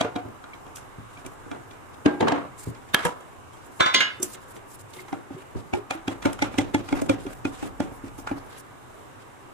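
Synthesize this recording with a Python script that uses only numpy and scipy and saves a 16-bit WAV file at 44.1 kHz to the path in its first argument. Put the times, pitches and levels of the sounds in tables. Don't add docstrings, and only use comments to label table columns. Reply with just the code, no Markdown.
import sys
import numpy as np
from scipy import signal
from scipy.io import wavfile
from scipy.ndimage import uniform_filter1d, map_coordinates

SR = 44100
rng = np.random.default_rng(int(sys.argv[2]) if len(sys.argv) > 2 else 0)


def int16_out(signal):
    q = np.round(np.clip(np.atleast_2d(signal).T, -1, 1) * 32767)
    wavfile.write(sys.argv[1], SR, q.astype(np.int16))


N = 420273

# (time [s], knock level [dB], thump level [dB], clink level [dB])
PRYING = [(0.009, -10.5, -28, -25), (0.044, -23, -35, -100), (0.158, -20, -28.5, -39.5),
          (0.439, -34, -56, -54), (0.537, -46, -53, -54), (0.664, -41, -53, -57), (1.173, -48, -54, -56),
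          (1.462, -46, -45, -73), (1.513, -27, -34, -48), (1.545, -39, -53, -61), (1.709, -38, -58, -48.5),
          (2.747, -41, -69, -51), (2.814, -53, -75, -64), (2.887, -58, -63, -54)]
# (time [s], knock level [dB], thump level [dB], clink level [dB])
DRIVER_DROP = [
    (2.058, -4, -7.5, -25.5),
    (2.206, -12.5, -10.5, -28),
    (2.226, -11.5, -14, -52),
    (2.271, -5, -29, -45),
    (2.281, -8.5, -26, -25),
    (2.319, -8, -21.5, -31),
    (2.347, -33, -40, -52),
    (2.393, -50, -48, -65),
]
# (time [s], knock level [dB], thump level [dB], clink level [dB])
LID_POP = [
    (2.943, -1.5, -17.5, -15),
]
# (time [s], knock level [dB], thump level [dB], clink level [dB])
LID_LIFT = [
    (3.05, -8.5, -23.5, -37),
    (3.205, -40, -52, -64),
    (3.53, -50, -68, -67),
]
# (time [s], knock level [dB], thump level [dB], clink level [dB])
LID_LANDS = [
    (3.804, -6, -25, -16),
    (3.859, -12, -50, -23),
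]
# (time [s], knock level [dB], thump level [dB], clink level [dB])
LID_FALLS_FLAT = [
    (3.943, -21, -23.5, -12),
    (4.004, -12, -66, -18.5),
]
# (time [s], knock level [dB], thump level [dB], clink level [dB])
STICK_LIFT = [
    (4.198, -34, -32.5, -62.5),
    (4.227, -31, -29.5, -34.5),
]
# (time [s], knock level [dB], thump level [dB], clink level [dB])
STICK = [
    (4.344, -33, -54, -43.5),
    (4.562, -34, -44.5, -47),
    (4.934, -41, -66, -44),
    (4.964, -35, -46, -49),
    (5.002, -42, -48, -52),
    (5.081, -24, -60, -51),
]
# (time [s], knock level [dB], thump level [dB], clink level [dB])
STIRRING = [(5.126, -25.5, -29, -45), (5.304, -46, -35, -85), (5.41, -47, -65, -66), (5.734, -18, -27, -36),
            (5.906, -12, -36.5, -29), (6.078, -17, -22.5, -32), (6.223, -22.5, -51, -39.5),
            (6.254, -12.5, -15.5, -29.5), (6.389, -24.5, -84, -41.5), (6.421, -13, -18.5, -24),
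            (6.539, -25, -37, -46), (6.583, -17, -14, -23), (6.743, -18.5, -16, -26.5),
            (6.887, -25, -43, -39.5), (6.924, -17, -14, -38.5), (7.016, -24, -23, -36),
            (7.093, -15, -13, -26.5), (7.264, -28, -33, -46), (7.45, -22.5, -21.5, -36.5),
            (7.625, -24, -28.5, -72), (7.644, -54, -41, -50), (7.801, -20, -19.5, -35),
            (7.912, -37, -39.5, -73), (8.036, -44, -30.5, -72), (8.184, -31, -40, -58),
            (8.271, -12.5, -74, -39.5), (8.312, -28, -24, -63)]
# (time [s], knock level [dB], thump level [dB], clink level [dB])
THUDS = [
    (0.252, -36, -31, -81),
    (0.982, -94, -32, -77),
    (1.248, -28, -35, -54),
    (2.671, -35, -21, -60),
    (5.553, -29.5, -19.5, -83),
    (5.734, -30, -29, -45),
]
# (time [s], knock level [dB], thump level [dB], clink level [dB])
TIP_SLIPS = [
    (0.757, -48, -69, -45),
    (0.767, -30, -67, -48),
    (0.782, -33, -52, -59),
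    (1.261, -30, -40, -47.5),
    (1.399, -34, -60, -70),
    (6.328, -32, -68, -43.5),
    (7.016, -20, -17.5, -42),
]
BLOW_BANDS_HZ = (1200, 250, 3700, 9000)

# (frequency [Hz], level [dB], t60 [s])
FULL_CAN = [(109.6, -2.5, 0.3), (294.7, 9.5, 0.12), (276.2, 2.5, 0.28), (340.5, -5, 0.3), (570, -5, 0.065),
            (764, -15.5, 0.6), (864, -3.5, 0.058), (1406, -11.5, 0.22), (1370, 5, 0.0084),
            (2095, -9.5, 0.056), (2420, -15, 0.34), (2346, -0.5, 0.058), (3326, -1, 0.075)]
# (frequency [Hz], level [dB], t60 [s])
BENCH = [(120.5, -18, 0.47), (205, -32, 0.068), (291, 15.5, 0.092), (297.4, -3.5, 0.85), (360, 1.5, 0.48),
         (513, -10, 0.3), (653, -1.5, 0.18), (815, -13, 0.71), (965, -32, 0.18), (1470, -18, 0.12),
         (1600, -8, 0.41), (1890, -24, 0.31), (3120, -13, .15)]
# (frequency [Hz], level [dB], t60 [s])
BENCH_TOP = [(83.5, 3, 0.076), (113, 5, 0.19), (160, -2, 0.16), (259, -5, 0.18), (375, -3, 0.12)]
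# (frequency [Hz], level [dB], t60 [s])
DRIVER_HANDLE = [(284, -16, 0.25), (501, 4.5, 0.17), (700, 7, 0.043), (774, -5, 0.065), (872, 1, 0.12),
                 (1105, -10, 0.039), (1620, -2, 0.07), (1990, -1.5, 0.059), (3160, -1, .15)]
# (frequency [Hz], level [dB], t60 [s])
PRIED_LID = [(478, 0.5, 0.21), (642, 1.5, 0.059), (721, 0, 0.32), (999, -2, 0.098), (1201, -12.5, 0.11),
             (1500, -14.5, 0.2), (3260, 13, 0.027), (3830, 13, 0.031)]
SEATED_LID_HZ = [388, 615, 985, 1340, 1669, 1655, 1841, 2190, 2724, 2840, 3174, 3190, 3408]
# (level [dB], t60 [s])
SEATED_LID = [(-0.5, 0.13), (-20, 0.049), (-5.5, 0.29), (-7, 0.097), (10.5, 0.022), (-19, 0.23),
              (-18, 0.25), (-20, 0.24), (-21, 0.26), (-19, 0.17), (12, 0.045), (8, 0.19), (-1, 0.18)]
# (frequency [Hz], level [dB], t60 [s])
LID_RIM = [(9800, 6, .01), (11500, 7, .008), (13200, 8, .008)]
# (frequency [Hz], level [dB], t60 [s])
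OPEN_CAN = [(172, 7.5, 0.092), (493, 0.5, 0.15), (935, -6.5, 0.15)]
EDGE_LID_HZ = [345, 700, 1045, 1260, 1680, 2051, 2918, 3157, 3262, 3569, 3849, 3967, 6590]
# (level [dB], t60 [s])
LID_ON_EDGE = [(1, 0.17), (16, 0.027), (8, 0.24), (-18, 0.77), (-5, 0.32), (-19, 0.46), (-12, 0.26),
               (-6, 0.35), (-14, .14), (2, 0.68), (-16, .3), (-8, 0.41), (-14, 0.14)]
FREE_LID_HZ = [1047, 1681, 2042, 2088, 2420, 2897, 3255, 3566, 4250, 4521, 4705, 6585, 6640, 8220]
# (level [dB], t60 [s])
FREE_LID = [(2, 0.29), (-8, 0.49), (-3, 0.38), (-2, 0.34), (11, 0.041), (-4, 0.32), (5.5, 0.12),
            (-3.5, 0.21), (-5, 0.22), (-5, 0.2), (-11, 0.13), (4.5, 0.14), (-2, 0.31), (-17, .12)]
FLAT_LID_HZ = [1453, 1647, 1690, 2131, 2460, 2600, 2897, 3150, 3671, 4043, 4255, 4519, 5728, 6589]
# (level [dB], t60 [s])
FLAT_LID = [(-13.5, 0.33), (-10, 0.42), (5, 0.092), (2.5, 0.29), (-14, .3), (-16, 0.47), (8.5, 0.364),
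            (-4, 0.31), (-24, 0.22), (-9, 0.29), (-6, 0.16), (-10, 0.35), (-6, 0.3), (12, 0.15)]
# (frequency [Hz], level [dB], t60 [s])
LID_SHIMMER = [(4860, -10, 0.34), (5030, -7, .3), (5470, -1, .15), (5745, -5, 0.35), (6400, -3, 0.23),
               (6850, -6, .25), (7200, -14, .15), (7600, -2, .18), (7730, -9, .25), (7876, -9, 0.15),
               (8200, -7, .25), (8300, -10, .22), (9400, -7, 0.11), (9700, -12, 0.13)]
# (frequency [Hz], level [dB], t60 [s])
WOOD_STICK = [(368, 2.5, 0.13), (2140, -12, 0.082), (3270, -12, 0.085), (5960, 3, 0.031), (7350, -6, 0.052),
              (8100, -5, 0.043)]

# (time [s], frequency [Hz], level [dB])
CHIRPS = [
    (0.534, 2260, -35),
    (1.174, 2340, -38),
    (4.993, 2116, -33),
]
# (time [s], low level [dB], low frequency [Hz], high frequency [Hz], high level [dB])
WALL_NOTES = [(5.127, -24.5, 787, 2040, -46), (5.734, -20.5, 823, 2300, -28),
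              (5.908, -25, 790, 2410, -27.5), (6.078, -27, 776, 2450, -43), (6.255, -17, 564, 2280, -28),
              (6.421, -16, 855, 2080, -20.5), (6.584, -21, 774, 2040, -26), (6.744, -19.5, 870, 2100, -24),
              (6.924, -21, 850, 2160, -32.5), (7.017, -23, 640, 2420, -57), (7.095, -11.5, 535, 2240, -38),
              (7.263, -36, 558, 2470, -46), (7.452, -32, 760, 2475, -28.5), (7.625, -33, 790, 2200, -48),
              (7.8, -23, 595, 1910, -51), (8.312, -23, 816, 2330, -44)]
# (time [s], frequency [Hz], level [dB], t60 [s])
CAN_NOTES = [(0.011, 647, -13.5, .06), (0.011, 1002, -29, .2), (0.012, 1415, -36, 0.35),
             (.047, 598, -27, 0.14), (0.048, 441, -22, 0.095), (2.283, 920, -18, 0.089),
             (2.322, 282.6, -18.5, 0.29), (2.944, 1669, -24, 0.018), (2.946, 1680, -26, 0.31),
             (3.806, 364, -20, 0.13), (1.515, 700, -33.5, .15), (2.323, 750, -19, .06),
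             (2.946, 985, -22, 0.2), (2.945, 3177, -10.5, 0.061), (2.945, 2260, -16, .03),
             (3.806, 1045, -12, 0.25), (4.006, 2897, -23.5, 0.47), (5.086, 800, -45, 0.073),
             (5.16, 332, -38, 0.23), (5.305, 800, -36, 0.046), (5.345, 150, -33, .08),
             (5.365, 377, -35, 0.17), (6.255, 900, -25.5, .2), (6.46, 1370, -34, 0.13),
             (5.736, 359, -16.5, 0.17), (5.772, 401, -24, 0.14), (5.95, 324, -30, .2),
             (5.913, 546, -31, 0.098), (6.748, 1715, -29, 0.091), (7.02, 550, -34, 0.26),
             (7.254, 390, -26.5, 0.076)]

# (time [s], length [s], level [dB])
METAL_SCRAPES = [
    (0, 0.012, -46.5),
    (.045, 0.045, -65),
    (2.18, .04, -65),
    (2.215, 0.061, -68),
    (2.29, 0.068, -68),
    (2.345, 0.051, -68),
    (2.96, 0.11, -46),
    (3.06, 0.055, -58),
    (3.1, 0.045, -63),
    (6.95, 0.056, -52.5),
]
# (time [s], length [s], level [dB])
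SKIN_SWISHES = [(1.27, 0.091, -61.5), (2.55, 0.029, -65), (2.58, 0.068, -48), (2.655, 0.055, -52),
                (3.645, 0.032, -55.5), (3.72, 0.084, -58), (4.24, 0.07, -57), (4.28, 0.066, -49),
                (4.322, 0.034, -46.5), (4.405, 0.038, -55), (4.483, 0.045, -53), (4.54, 0.04, -55),
                (4.68, 0.079, -52), (4.79, 0.03, -48.5), (4.885, 0.033, -58), (4.93, 0.097, -50),
                (5.06, .06, -58), (5.13, 0.058, -61), (7.32, 0.074, -59.5), (7.92, 0.068, -56),
                (8.14, 0.064, -58), (8.18, 0.045, -49), (8.44, 0.077, -65), (8.58, .029, -49.5)]
# (time [s], length [s], level [dB])
PAINT_STROKES = [(1.10, 0.12, -62.5), (1.93, 0.023, -60), (3.5, 0.16, -66), (5.03, 0.052, -97),
                 (5.31, 0.053, -60), (5.38, 0.047, -57.5), (5.56, 0.049, -55.5), (6.52, 0.067, -53),
                 (6.84, 0.096, -55), (7.19, .15, -56), (7.52, 0.125, -54), (7.62, 0.081, -61),
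                 (8.04, 0.054, -55.5), (8.37, 0.036, -59.5), (8.501, 0.083, -57.5), (9.2, 0.031, -60)]
# (time [s], level [dB])
LEAN = [(0.0, -66), (0.29, -62), (1.41, -55), (2.04, -83), (2.5, -68), (2.67, -50), (2.84, -63),
        (3.45, -99), (4.48, -58), (4.86, -113), (5.55, -79), (6.13, -53), (6.4, -46), (7.35, -49),
        (8.36, -49), (8.6, -65), (9.53, -71)]

# (frequency [Hz], crack level [dB], tail level [dB], tail t60 [s])
CRACK = [(40, -60, -44, 0.34), (118, -14, -27, 0.57), (277, -4.5, -11.5, 0.37), (616, -2.5, -15.5, 0.39),
         (1280, -11.5, -20.5, 0.39), (3620, 6.5, -11.5, 0.29), (4500, -1, -29.5, 0.47),
         (6830, 8.5, -2, 0.11), (11260, -7.5, -26, 0.2), (15300, -31, -44, 0.098)]
# (frequency [Hz], level [dB])
SKIN_HISS = [(300, -31), (1000, -2.5), (2500, 2.5), (5000, 2.5), (6500, 3), (9000, 11.5), (13000, -6.5),
             (15500, -1)]
# (frequency [Hz], level [dB])
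DRAG = [(150, -5.5), (400, -1), (1000, 8.5), (2500, -26), (5000, -14.5), (9000, -9.5)]
# (frequency [Hz], level [dB])
RUMBLE = [(20, -21), (40, -10.5), (80, -16.5), (130, -14), (250, -41)]
# (frequency [Hz], level [dB per Hz])
WORKSHOP = [(20, -33), (60, -31), (105, 9), (160, -14.5), (320, -3), (600, -11), (1170, -6), (2000, -16.5),
            (3300, -24), (5000, -36), (6800, -24.5), (10000, -30.5), (13000, -46), (15800, -45)]
# (frequency [Hz], left minus right level [dB])
SIDE_LEAN = [(100, -0.5), (700, 0), (2300, -2.5), (3300, -1), (4500, -2.5), (8000, -1.5), (13000, 1.5)]
BAND_EDGES_HZ = np.minimum(20 * 2 ** np.arange(0, 10.1, .4), 16500)

RING_GIVE = 0.25
FIRM_BLOW_DB = -15
LID_TAIL_LOSS_DB = 3
CHIRP_T60_S, LOW_NOTE_T60_S, HIGH_NOTE_T60_S = .07, 0.066, 0.035
LOW_NOTE_DB, HIGH_NOTE_DB = 1, 7
ROCK_FROM_S, ROCK_GAP_S = 2.235, 0.023
ROCK_DB, ROCK_LOSS_DB, ROCK_THUMP_DB, ROCK_CLINK_DB = -35, 18, -20, -29
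OVERTONE_LOW_HZ, OVERTONE_HIGH_HZ = 1315, 9920
OVERTONE_DB, OVERTONE_T60_S, OVERTONE_UNEVEN_DB = -21, 0.3, 2.5
METAL_TILT_DB, SKIN_TILT_DB, PAINT_TILT_DB, SLOP_TILT_DB = -7.5, 6, -3.5, -2.5
SLIDE_FADE_DB = 3
SLOP_FROM_DB = -24.5
SLOP_LAG_S, SLOP_LONG_S, SLOP_DB = 0.0056, 0.051, -54.5
DRAG_DB, DRAG_FOLLOWS, DRAG_WANDER_DB = -53, 0.031, 1.5
WORKSHOP_DB = -46.5
SNAP_S, SNAP_HOLD_S, SNAP_LOOSE = 2.946, .035, .25


def from_db(db):
    return np.exp(np.asarray(db) * (np.log(10) / 20))


def at_hz(points, hz, column=1):
    points = np.array(points)
    return np.interp(np.log(hz), np.log(points[:, 0]), points[:, column])


def drift(rate):
    points = rng.standard_normal(600)
    return np.interp(np.arange(N) / SR * rate % 599, np.arange(600), points)


def on_body(rows, sheen_db, ring_db):
    blows = []
    for s, knock, thump, clink in rows:
        lightness_db = FIRM_BLOW_DB - max(knock, thump)
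        blows.append((s, knock, thump, clink, clink + sheen_db, ring_db + RING_GIVE * lightness_db))
    return blows


def blow_db(blows, hz):
    order = np.argsort(BLOW_BANDS_HZ)
    bands = np.log(BLOW_BANDS_HZ)[order]
    rows = np.array(blows)[:, 1:5][:, order]
    inside = np.array([np.interp(np.log(hz), bands, row) for row in rows])
    octaves_above = max(np.log2(hz / BLOW_BANDS_HZ[3]), 0)
    return inside + (rows[:, 3] - rows[:, 2] + 8) * octaves_above


def click_train(blows, db):
    clicks = np.full(N, 1e-18)
    clicks[((np.array(blows)[:, 0] + .0025) * SR).astype(int)] = from_db(db)
    return clicks


def struck(blows, modes, ring_db, uneven_db):
    out = np.zeros(N)
    chance = rng.standard_normal((len(blows), len(modes)))
    first_s, last_s = np.min(blows, axis=0)[0], np.max(blows, axis=0)[0]
    for (hz, db, t60), uneven in zip(modes, chance.T):
        after_db = -12 + (np.array(blows)[:, 5] + 12) * np.clip(t60 / .1 - .7, 0, 1)
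        spread_db = np.clip(uneven_db, 0, 3.5) * uneven * min(hz / 900, 1)
        clicks = click_train(blows, blow_db(blows, hz) + after_db + db + ring_db + spread_db)
        r = from_db(-60 / (t60 * SR))
        w = 2 * np.pi * hz / SR
        heard = slice(int(first_s * SR), int((last_s + 2 * t60) * SR))
        out[heard] += signal.lfilter([0, np.sin(w)], [1, -2 * r * np.cos(w), r * r], clicks[heard])
    return out


def pitched(pitches_hz, rings):
    return [(hz, *ring) for hz, ring in zip(pitches_hz, rings)]


def rocking(count):
    chance = rng.standard_normal((count, 2))
    touch = np.arange(count)
    db = ROCK_DB - ROCK_LOSS_DB * touch + 2.9 * chance[:, 1]
    s = ROCK_FROM_S + ROCK_GAP_S * (touch + 0.42 * chance[:, 0])
    return list(zip(s, db, db + ROCK_THUMP_DB, db + ROCK_CLINK_DB))


def notes(rows):
    out = np.zeros(N + SR)
    for s, hz, db, t60 in rows:
        t = np.arange(int(np.clip(t60, .01, .9) * SR)) / SR
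        start = int(s * SR)
        out[start:start + len(t)] += from_db(db - 60 * t / t60) * np.sin(2 * np.pi * hz * t)
    return out[:N]


def chirps():
    rim = [(*chirp, CHIRP_T60_S) for chirp in CHIRPS]
    low = [(s + 0.00291, hz, db + LOW_NOTE_DB, LOW_NOTE_T60_S) for s, db, hz, *high in WALL_NOTES]
    high = [(s + 0.00293, hz, db + HIGH_NOTE_DB, HIGH_NOTE_T60_S) for s, *low_note, hz, db in WALL_NOTES]
    return notes(rim + low + high + CAN_NOTES)


def overtones(blows, count):
    places = np.arange(count) ** 2 * (np.sqrt(5) - 1) / 2 % 1
    rows = []
    for place in places:
        hz = OVERTONE_LOW_HZ * (OVERTONE_HIGH_HZ / OVERTONE_LOW_HZ) ** place
        t60 = OVERTONE_T60_S * (1.3 - 0.67 * place)
        for blow, db in zip(blows, blow_db(blows, hz)):
            favour_db = OVERTONE_UNEVEN_DB * np.sin(hz * blow[0])
            rows.append((blow[0] + .003, hz, db + OVERTONE_DB + favour_db, t60))
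    return notes(rows)


def dying(clicks, t60):
    return signal.lfilter([1], [1, -from_db(-60 / (t60 * SR))], clicks)


def cracking(blows, hz):
    clicks = click_train(blows, blow_db(blows, hz) + at_hz(CRACK, hz))
    crack = dying(clicks, 0.011 + 1.27 / hz)
    return uniform_filter1d(crack, size=int(1.5 * SR / hz) + 130)


def room_tail(blows, hz, grain):
    echo_db = blow_db(blows, hz) + np.array(blows)[:, 5] + 10.0 + at_hz(CRACK, hz, column=2)
    echoes = click_train(blows, echo_db)
    t60 = at_hz(CRACK, hz, column=3)
    return (dying(echoes, t60) - dying(echoes, 0.027)) * grain ** 0.78


def swishing(hz):
    slops = [(s + SLOP_LAG_S, SLOP_LONG_S, SLOP_DB) for s, knock, *rest in STIRRING if knock > SLOP_FROM_DB]
    out = np.zeros(N)
    octaves = np.log2(max(hz, 350) / 8000)
    for slides, tilt_db in ((METAL_SCRAPES, METAL_TILT_DB), (SKIN_SWISHES, SKIN_TILT_DB),
                            (PAINT_STROKES, PAINT_TILT_DB), (slops, SLOP_TILT_DB)):
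        for s, long, db in slides:
            start = int(s * SR)
            fade_db = np.linspace(0, SLIDE_FADE_DB, int(long * SR))[:N - start]
            out[start:start + len(fade_db)] += from_db(db + tilt_db * octaves + fade_db)
    return uniform_filter1d(out, size=500)


def noise_bands():
    white = rng.standard_normal((2, 2, N))
    for k, (low, high) in enumerate(zip(BAND_EDGES_HZ, BAND_EDGES_HZ[1:])):
        band = signal.butter(2, [low, high], "band", fs=SR, output="sos")
        pair = signal.sosfilt(band, white[k % 2])
        yield np.sqrt(low * high), high - low, pair / np.sqrt(4 * (high - low) / SR)


def cracks_rubs_and_hum(blows):
    rumble_db = np.interp(np.arange(N) / SR, *np.transpose(LEAN))
    drag_db = DRAG_DB + DRAG_FOLLOWS * (rumble_db - rumble_db.mean()) + DRAG_WANDER_DB * drift(4)
    dragging, leaning = from_db(drag_db), from_db(rumble_db)
    hz_grid = np.arange(20, 16000.)
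    hum_db = WORKSHOP_DB - 10 * np.log10(np.sum(from_db(at_hz(WORKSHOP, hz_grid)) ** 2))
    grain = from_db(0.93 * drift(41) + 2.5 * drift(170))
    out = 0
    for hz, width, (mid, side) in noise_bands():
        crack = cracking(blows, hz)
        tail = room_tail(blows, hz, grain)
        hiss = grain * swishing(hz) * from_db(at_hz(SKIN_HISS, hz) - 13.0 + 2.8 * drift(25))
        drag = grain * dragging * from_db(-10.0 + at_hz(DRAG, hz))
        rumble = leaning * from_db(6.5 + at_hz(RUMBLE, hz))
        flicker = from_db(1.2 * drift(6))
        hum = from_db(hum_db + 0.5 + at_hz(WORKSHOP, hz)) * flicker * np.sqrt(width)
        power = crack ** 2 + tail ** 2 + hiss ** 2 + drag ** 2 + rumble ** 2 + hum ** 2
        direct = .5 * crack ** 2
        out = out + np.sqrt(power + direct) * mid + np.sqrt(power - direct) * side * [[1], [-1]]
    return out


def scene():
    pry = on_body(PRYING, sheen_db=-5.0, ring_db=-14.5)
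    slips = on_body(TIP_SLIPS, sheen_db=12.5, ring_db=-21.0)
    thuds = on_body(THUDS, sheen_db=-1.0, ring_db=-16.5)
    drop = on_body(DRIVER_DROP, sheen_db=-11.5, ring_db=-15.0)
    rocks = on_body(rocking(count=10), sheen_db=-17, ring_db=-24)
    pop = on_body(LID_POP, sheen_db=-12.0, ring_db=-21.0)
    lift = on_body(LID_LIFT, sheen_db=15.0, ring_db=-13.5)
    lands = on_body(LID_LANDS, sheen_db=-18, ring_db=-8.5)
    flat = on_body(LID_FALLS_FLAT, sheen_db=-21.0, ring_db=-7.5)
    stick = on_body(STICK_LIFT, sheen_db=19.5, ring_db=-17.0)
    stick += on_body(STICK, sheen_db=-11.0, ring_db=-16.5)
    stir = on_body(STIRRING, sheen_db=-3.0, ring_db=-15.5)

    bodies = struck(pry + stir + slips, FULL_CAN, ring_db=6.0, uneven_db=4.5)
    bodies += struck(pry[:10], PRIED_LID, ring_db=3.0, uneven_db=5.5)
    bodies += struck(thuds, BENCH_TOP, ring_db=6.5, uneven_db=6.0)
    bodies += struck(drop[:1], BENCH, ring_db=-0.5, uneven_db=4.5)
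    bodies += struck(drop[1:], DRIVER_HANDLE, ring_db=1.5, uneven_db=-2.5)
    bodies += struck(rocks, DRIVER_HANDLE, ring_db=12.0, uneven_db=6.0)
    bodies += struck(pop + lift, pitched(SEATED_LID_HZ, SEATED_LID), ring_db=4.0, uneven_db=-1.5)
    bodies += struck(pop, LID_RIM, ring_db=18.0, uneven_db=-2)
    bodies += struck(lift[:1], OPEN_CAN, ring_db=11.0, uneven_db=-2)
    bodies += struck(lands, pitched(EDGE_LID_HZ, LID_ON_EDGE), ring_db=3.0, uneven_db=-2)
    bodies += struck(flat[:1], pitched(FREE_LID_HZ, FREE_LID), ring_db=4.5, uneven_db=-1.5)
    bodies += struck(flat[1:], pitched(FLAT_LID_HZ, FLAT_LID), ring_db=2.5, uneven_db=-1.5)
    bodies += struck(stick, WOOD_STICK, ring_db=14.5, uneven_db=-3.0)
    bodies += chirps()
    bodies = signal.sosfilt(signal.butter(3, 85, "high", fs=SR, output="sos"), bodies)

    shimmer = struck(lands + flat, LID_SHIMMER, ring_db=-2.0, uneven_db=3.0)
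    clatter = [(*blow[:5], blow[5] - LID_TAIL_LOSS_DB) for blow in lands + flat]
    noisy = cracks_rubs_and_hum(pry + thuds + drop + pop + lift + clatter + stick + stir + slips + rocks)
    return bodies + noisy + shimmer + overtones(lands + flat, count=48)


def sped_up(x, scatter_rad, apart_rad, step_hz, halo_rad, hold_s):
    hz, s, frames = signal.stft(x, SR, nperseg=1024, noverlap=768)
    where = np.meshgrid(hz / step_hz, s / hold_s, indexing="ij")
    broad = [where[0] / 3, where[1] * 1.5]
    calm = np.clip(hz / 900, .3, 1)[:, None]
    shared = scatter_rad * calm * map_coordinates(rng.standard_normal((400, 200)), where, order=1, mode="wrap")
    loose = 1 - (1 - SNAP_LOOSE) * np.exp(-((s - SNAP_S) / SNAP_HOLD_S) ** 4)
    for frame, lean in zip(frames, (.5, -.5)):
        apart = map_coordinates(rng.standard_normal((400, 200)), broad, order=1, mode="wrap")
        wander = shared + apart_rad * apart
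        bin_steps = rng.standard_normal((len(hz), 200))
        halo = halo_rad * bin_steps[:, (s / hold_s).astype(int) % 200]
        side_gain = from_db(lean * at_hz(SIDE_LEAN, hz + 1))[:, None]
        frame *= np.exp(1j * (loose * wander + halo)) * side_gain
    return signal.istft(frames, SR, nperseg=1024, noverlap=768)[1][:, :N]


def roll_off(x):
    return signal.sosfilt(signal.butter(12, 15840, fs=SR, output="sos"), x)


def record(dry):
    fast = sped_up(dry, scatter_rad=2.2, apart_rad=1.9, step_hz=240, halo_rad=.42, hold_s=.2)
    rounded = np.tanh(fast / 1.05) * 1.05
    top_cut = signal.cheby2(20, 70, 15780, fs=SR, output="sos")
    return roll_off(signal.sosfilt(top_cut, rounded))


dry = scene()
out = record(dry)
int16_out(out)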